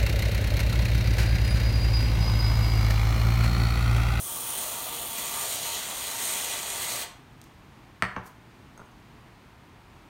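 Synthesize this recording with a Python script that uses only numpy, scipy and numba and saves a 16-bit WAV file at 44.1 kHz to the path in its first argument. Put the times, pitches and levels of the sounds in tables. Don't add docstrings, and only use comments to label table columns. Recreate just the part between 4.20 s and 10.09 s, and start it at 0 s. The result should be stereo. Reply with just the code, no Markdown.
import sys
import numpy as np
from scipy import signal
from scipy.fft import rfft, irfft, next_fast_len
from scipy.io import wavfile
from numba import njit

SR = 44100
rng = np.random.default_rng(int(sys.argv[2]) if len(sys.argv) > 2 else 0)


def to_wav(sig):
    pcm = np.clip(np.atleast_2d(sig), -1, 1) * 32767
    pcm = np.round(pcm).astype(np.int16)
    wavfile.write(sys.argv[1], SR, pcm.T)


def magnitude_from_level(level_db):
    exponent = np.asarray(level_db, float) / 20
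    return 10 ** exponent


N = 259749


def rms_one(x):
    return x / np.sqrt(np.mean(x ** 2) + 1e-20)


def at_hz(points, hz):
    table_hz, values = np.transpose(points)
    return np.interp(np.log(hz + 1), np.log(table_hz), values)


def bumps_db(peaks, hz):
    return sum(db / (1 + (2 * (hz - centre) / width) ** 2) for centre, width, db in peaks)


def filtered(x, order, hz, kind="low"):
    return signal.sosfilt(signal.butter(order, hz, kind, fs=SR, output="sos"), x)


def coloured(x, gain_at):
    size = next_fast_len(len(x))
    hz = np.arange(size // 2 + 1) * SR / size
    return irfft(rfft(x, size) * gain_at(hz), size)[:len(x)]


def drift(rate_hz, size=N):
    r = np.exp(-2 * np.pi * rate_hz / SR)
    settle = 20000
    wander = signal.lfilter([1], [1, -2 * r, r * r], rng.standard_normal(size + settle))
    return rms_one(wander[settle:])


def strike(times_s, levels_db, modes, contact_hz=15000, swing=-1):
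    at = (np.array(times_s) * SR).astype(int)
    span = SR // 2
    clicks = np.full(span, 1e-18)
    clicks[at - at[0]] = magnitude_from_level(levels_db)
    rings = 0
    for k, (hz, db, t60_s) in enumerate(modes):
        r, w = magnitude_from_level(-60 / (t60_s * SR)), 2 * np.pi * hz / SR
        gain = swing ** k * magnitude_from_level(db) * np.sin(w)
        rings = rings + signal.lfilter([0, gain], [1, -2 * r * np.cos(w), r * r], clicks)
    out = np.zeros(N)
    out[at[0]:at[0] + span] = filtered(rings, 2, min(contact_hz, 20000))
    return out


@njit
def moving_resonance(x, cos_w, r):
    y = np.zeros(len(x))
    for i in range(2, len(x)):
        drive = (1 - r * r) / 2 * (x[i] - x[i - 2])
        y[i] = drive + 2 * r * cos_w[i] * y[i - 1] - r * r * y[i - 2]
    return y


# hz, density_db
HUM_COLOUR = [(18, -34.5), (32, -6), (45, -1.5), (130, -3.5), (250, -6.5), (340, -9.5), (520, -17),
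              (950, -12.5), (1400, -17.5), (2300, -20), (4400, -29), (5500, -33), (9000, -36),
              (16500, -42.5)]


def hum():
    air = rms_one(coloured(rng.standard_normal(N), lambda hz: magnitude_from_level(at_hz(HUM_COLOUR, hz))))
    mains_hz = 118
    tone = np.sin(2 * np.pi * mains_hz * np.arange(N) / SR + 1.94 * drift(3.9))
    air_db = -52 + 0.52 * drift(2.4)
    tone_db = -59.5 + 2 * drift(8.6)
    return magnitude_from_level(air_db) * air + magnitude_from_level(tone_db) * tone


# hz, t60_s
KITCHEN_T60 = [(100, .5), (500, .5), (1500, 0.49), (4000, 0.37), (8000, 0.28), (15000, 0.25)]
# hz, level_db
KITCHEN_COLOUR = [(100, -6.5), (1500, -2), (4000, -4.5), (8000, -1), (15000, -10)]


def kitchen(x):
    t = np.arange(SR // 2) / SR
    tail = 0
    edges_hz = 60 * 2 ** np.arange(10.)
    for low, high in zip(edges_hz, np.minimum(edges_hz[1:], 20000)):
        band = filtered(rng.standard_normal(len(t)), 2, [low, high], "band")
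        hz = np.sqrt(low * high)
        tail = tail + band * magnitude_from_level(at_hz(KITCHEN_COLOUR, hz) - 60 * t / at_hz(KITCHEN_T60, hz))
    tail = tail * (1 - np.exp(-(t / 0.012) ** 2))
    return signal.fftconvolve(x, magnitude_from_level(-9) * tail / np.sqrt(np.sum(tail ** 2)))[:N]


# delay_s, level_db
ECHOES = [(.0045, -9.5), (0.0103, -11), (0.0121, -12.5), (0.0177, -11.5), (.0215, -18), (.028, -14)]


def wall_echoes(x):
    dull = filtered(x, 1, 6600)
    return sum(magnitude_from_level(db) * np.roll(dull, int(delay_s * SR)) for delay_s, db in ECHOES)


# start_s, ring_db, thud_db
TOUCHES = [
    (4.5765, -51.5, -38),
    (4.594, -70, -35.5),
    (4.599, -72, -33.5),
    (4.616, -69.5, -34),
    (4.657, -63, -57.5),
    (4.715, -66, -58.5),
]
# hz, level_db, t60_s
BOWL_MODES = [(6440, 4.5, 0.025), (6450, -20, 0.2), (8350, -3, 0.03), (8870, -5, 0.0182),
              (10756, -3, 0.0304), (12500, -3.5, 0.00403), (15000, 0.5, 0.00403)]
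# hz, level_db, t60_s
THUD_MODES = [(161, -1, 0.019), (338, -4, 0.02112), (587, -4.5, 0.022), (940, 1, 0.016),
              (1424.1, 0.5, 0.024)]


def bowl():
    start_s, ring_db, thud_db = np.transpose(TOUCHES)
    ring = strike(start_s, ring_db, BOWL_MODES)
    return ring + strike(start_s, thud_db - 6.0, THUD_MODES, contact_hz=1699)


# time_s, level_db
SLIDE_STROKE = [
    (4.03, -73),
    (4.07, -50),
    (4.104, -73.5),
    (4.12, -68.5),
]


def slide():
    time_s, level_db = np.transpose(SLIDE_STROKE)
    grains = rng.standard_normal(N) * magnitude_from_level(2.583 * drift(300))
    rub = rms_one(filtered(grains, 3, 4600, "high"))
    return rub * magnitude_from_level(np.interp(np.arange(N) / SR, time_s, level_db, left=-120, right=-120))


# start_s, shell_db, shell_pitch_factor, counter_db, crack_db
KNOCKS = [
    (3.8234, -13.5, 1.001, -25, -17),
    (3.825, -24.5, 1.003, -37, -30),
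    (3.9632, -35.5, 1.25, -46, -48),
    (3.9653, -25, 0.72, -28.5, -61.5),
]
# hz, level_db, t60_s
SHELL_MODES = [(1350, -5.5, 0.018), (1581.3, 2, 0.0079), (1870, 4.5, 0.0086), (2140, -2, 0.0141),
               (2800, -9, 0.0074), (4280, -10, 0.023), (6300, -3.5, 0.0053), (8400, 4, 0.0073)]
# hz, level_db, t60_s
COUNTER_MODES = [(60.1, -14, 0.24), (80, -11, 0.17), (119, -8, 0.28), (190.6, -8, 0.26),
                 (267.87, -4.5, 0.064), (379, -13, 0.13), (483, -16.5, 0.076), (614, -6.5, 0.072),
                 (752, -14, 0.17), (884.4, -10, 0.17), (990, -9, 0.1), (1136, -8.5, 0.13),
                 (1410, -15, 0.19)]


def can_knocks():
    out, t = 0, np.arange(N) / SR
    grit = filtered(rng.standard_normal(N), 1, [4500, 8000], "band")
    for start_s, shell_db, pitch, counter_db, crack_db in KNOCKS:
        modes = [(hz * pitch, db, t60_s) for hz, db, t60_s in SHELL_MODES]
        shell = strike([start_s], [shell_db], modes, contact_hz=3300 * pitch, swing=0.9125)
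        shell = filtered(shell, 2, 900 * pitch, "high")
        counter = strike([start_s], [counter_db], COUNTER_MODES, contact_hz=1787)
        crack_t60_s = 0.0032
        crack_fall_db = 60 * np.maximum(t - start_s, 0) / crack_t60_s
        crack = grit * (t >= start_s) * magnitude_from_level(crack_db - crack_fall_db)
        out = out - shell + counter + crack
    return out


# start_s, peak_db, centre_hz
POPS = [
    (3.2155, -40.5, 8500),
    (3.218, -49, 7160),
    (3.2225, -57, 6497),
    (3.2408, -46, 12000),
    (4.0633, -55, 12000),
    (4.65, -65, 14000),
]


def pops():
    out = 0
    for start_s, peak_db, hz in POPS:
        modes = [(0.48 * hz, -4, .002), (0.75 * hz, -2, .002), (hz, .1, .0015),
                 (min(1.6 * hz, 15500), -2, .0012)]
        out = out + strike([start_s], [peak_db + 6], modes)
    return out


# time_s, flow_db (as hiss), cream_share_db
FLOW = [
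    (0, -38, -1),
    (.45, -36.5, 0),
    (.69, -39.5, -0.5),
    (1.1, -35.5, -.5),
    (1.52, -36, 1),
    (1.77, -40, 1.5),
    (2.1, -31.5, -1),
    (2.44, -37.5, .5),
    (2.65, -32, -3),
]
# hz, density_db
SPRAY_COLOUR = [(200, -4), (350, -2), (600, -0.5), (1200, -1), (1700, -4), (2800, 0), (4300, -2),
                (5300, -2.5), (6800, 3), (8500, 2.5), (10000, -5.5), (11800, -16.5), (14000, -17),
                (16500, -12.5)]
# hz, width_hz, boost_db
GLASS_CAVITIES = [(685, 110, 6.5), (925, 31, 10.5), (1157.2, 110, 6.5), (2016, 49, 4.5), (2440, 60, 5.5),
                  (3000, 99, 2), (4060, 700, 5), (5170, 524, -3), (6860, 954, -7)]
# start_hz,
# sag_hz_per_s (negative sinks), boost_db, extra_at_first_db, fade_s, trend_db_per_s
RESONANCES = [
    (3303, -6, 1, 3.5, .3, -4),
    (9420, -350, 5, 4, 0.23, -2),
    (13800, -780, 3.5, -3, .3, -1),
    (6920, .1, 14, -17, 0.62, -4.2),
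    (1930, 28, -17.5, -5, .3, 5),
]
RESONANCE_WIDTHS_HZ = [356, 890, 2003, 449.5, 406]
ZONE_EDGES_HZ = [150, 1500, 5000, 10400, 17000]
# level_db, follows_flow, follows_cream, extra_at_first_db, foam_build_s, trend_db_per_s
ZONES = [
    (-41.5, 0.14, -0.19, -8, 0.2, -0.24),
    (-38, 0.72, 0.66, -10.5, 0.28, 0.56),
    (-35, .99, 1, 1.2, .3, 0.54),
    (-33.5, 0.53, -0.42, -2.5, .05, -1.85),
]


def spray(sputter_db, patch_db, burst_db, size):
    t = np.arange(size) / SR
    time_s, flow_db, cream_db = np.transpose(FLOW)
    mean_flow_db = -35.5
    flow_db = np.interp(t, time_s, flow_db - mean_flow_db)
    cream_db = np.interp(t, time_s, cream_db)

    rough_db = burst_db * drift(590.0, size) + sputter_db * drift(35.0, size)
    turbulence = rng.standard_normal(size) * magnitude_from_level(rough_db)
    jet = turbulence
    for k, (hz, sag, db, first_db, fade_s, trend) in enumerate(RESONANCES):
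        boost_db = db + first_db * np.exp(-t / fade_s) + trend * t
        if k == 0:
            boost_db = boost_db + 1.5 * cream_db
        cos_w = np.cos(2 * np.pi * (hz + sag * t) / SR)
        r = np.exp(-np.pi * RESONANCE_WIDTHS_HZ[k] / SR)
        jet = jet + magnitude_from_level(boost_db) * moving_resonance(turbulence, cos_w, r)
    jet = coloured(jet, lambda hz: magnitude_from_level(at_hz(SPRAY_COLOUR, hz) + bumps_db(GLASS_CAVITIES, hz)))

    out, spectrum = 0, rfft(jet)
    hz = np.arange(size // 2 + 1) * SR / size
    for low, high, settings in zip(ZONE_EDGES_HZ, ZONE_EDGES_HZ[1:], ZONES):
        db, flow, cream, first_db, build_s, trend = settings
        edges_hz, zone = np.geomspace(low, high, 5), 0
        for a, b in zip(edges_hz, edges_hz[1:]):
            patch = irfft(spectrum / (1 + (a / (hz + 1)) ** 24) / (1 + (hz / b) ** 24), size)
            zone = zone + patch * magnitude_from_level(patch_db * drift(5.9, size))
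        zone_db = db + flow * flow_db + cream * cream_db + first_db * np.exp(-t / build_s) + trend * t
        out = out + rms_one(zone) * magnitude_from_level(zone_db)

    shut_s, fall_s, easing_s = 2.845, 0.00314, 0.017
    out = out * magnitude_from_level(-6 * np.clip(1 + (t - shut_s) / easing_s, 0, 1))
    out = out * np.exp(-np.maximum(t - shut_s, 0) / fall_s)
    return np.pad(out, (0, N - size))


def scene():
    jet = magnitude_from_level(-2.0) * spray(sputter_db=0.83, patch_db=1.27, burst_db=1.37, size=3 * SR) + pops()
    path_shift_s = 0.00013 * drift(2.051)
    circling = np.interp(np.arange(N) + SR * path_shift_s, np.arange(N), jet)
    touches = can_knocks() + slide() + bowl()
    room = wall_echoes(touches) + kitchen(magnitude_from_level(2.5) * circling + magnitude_from_level(-1.0) * touches)
    return np.tile(jet + touches + room + hum(), (2, 1))


def band_limit(x):
    return signal.sosfilt(signal.butter(12, 17040, fs=SR, output="sos"), x)


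# hz, width_hz, cut_db
NOTCHES = [(5000, 233.3, 0), (7610, 340.2, -7), (10540, 740, -8.5)]


def record(dry):
    heard = dry[0]
    for hz, width_hz, cut_db in NOTCHES:
        band = signal.lfilter(*signal.iirpeak(hz, hz / width_hz, fs=SR), heard)
        heard = heard - (1 - magnitude_from_level(cut_db)) * band
    heard = signal.sosfilt(signal.ellip(14, .5, 70, 15780, fs=SR, output="sos"), heard)
    mix = np.tile(heard, (2, 1))
    return band_limit(mix)


dry = scene()
out = record(dry)
to_wav(out)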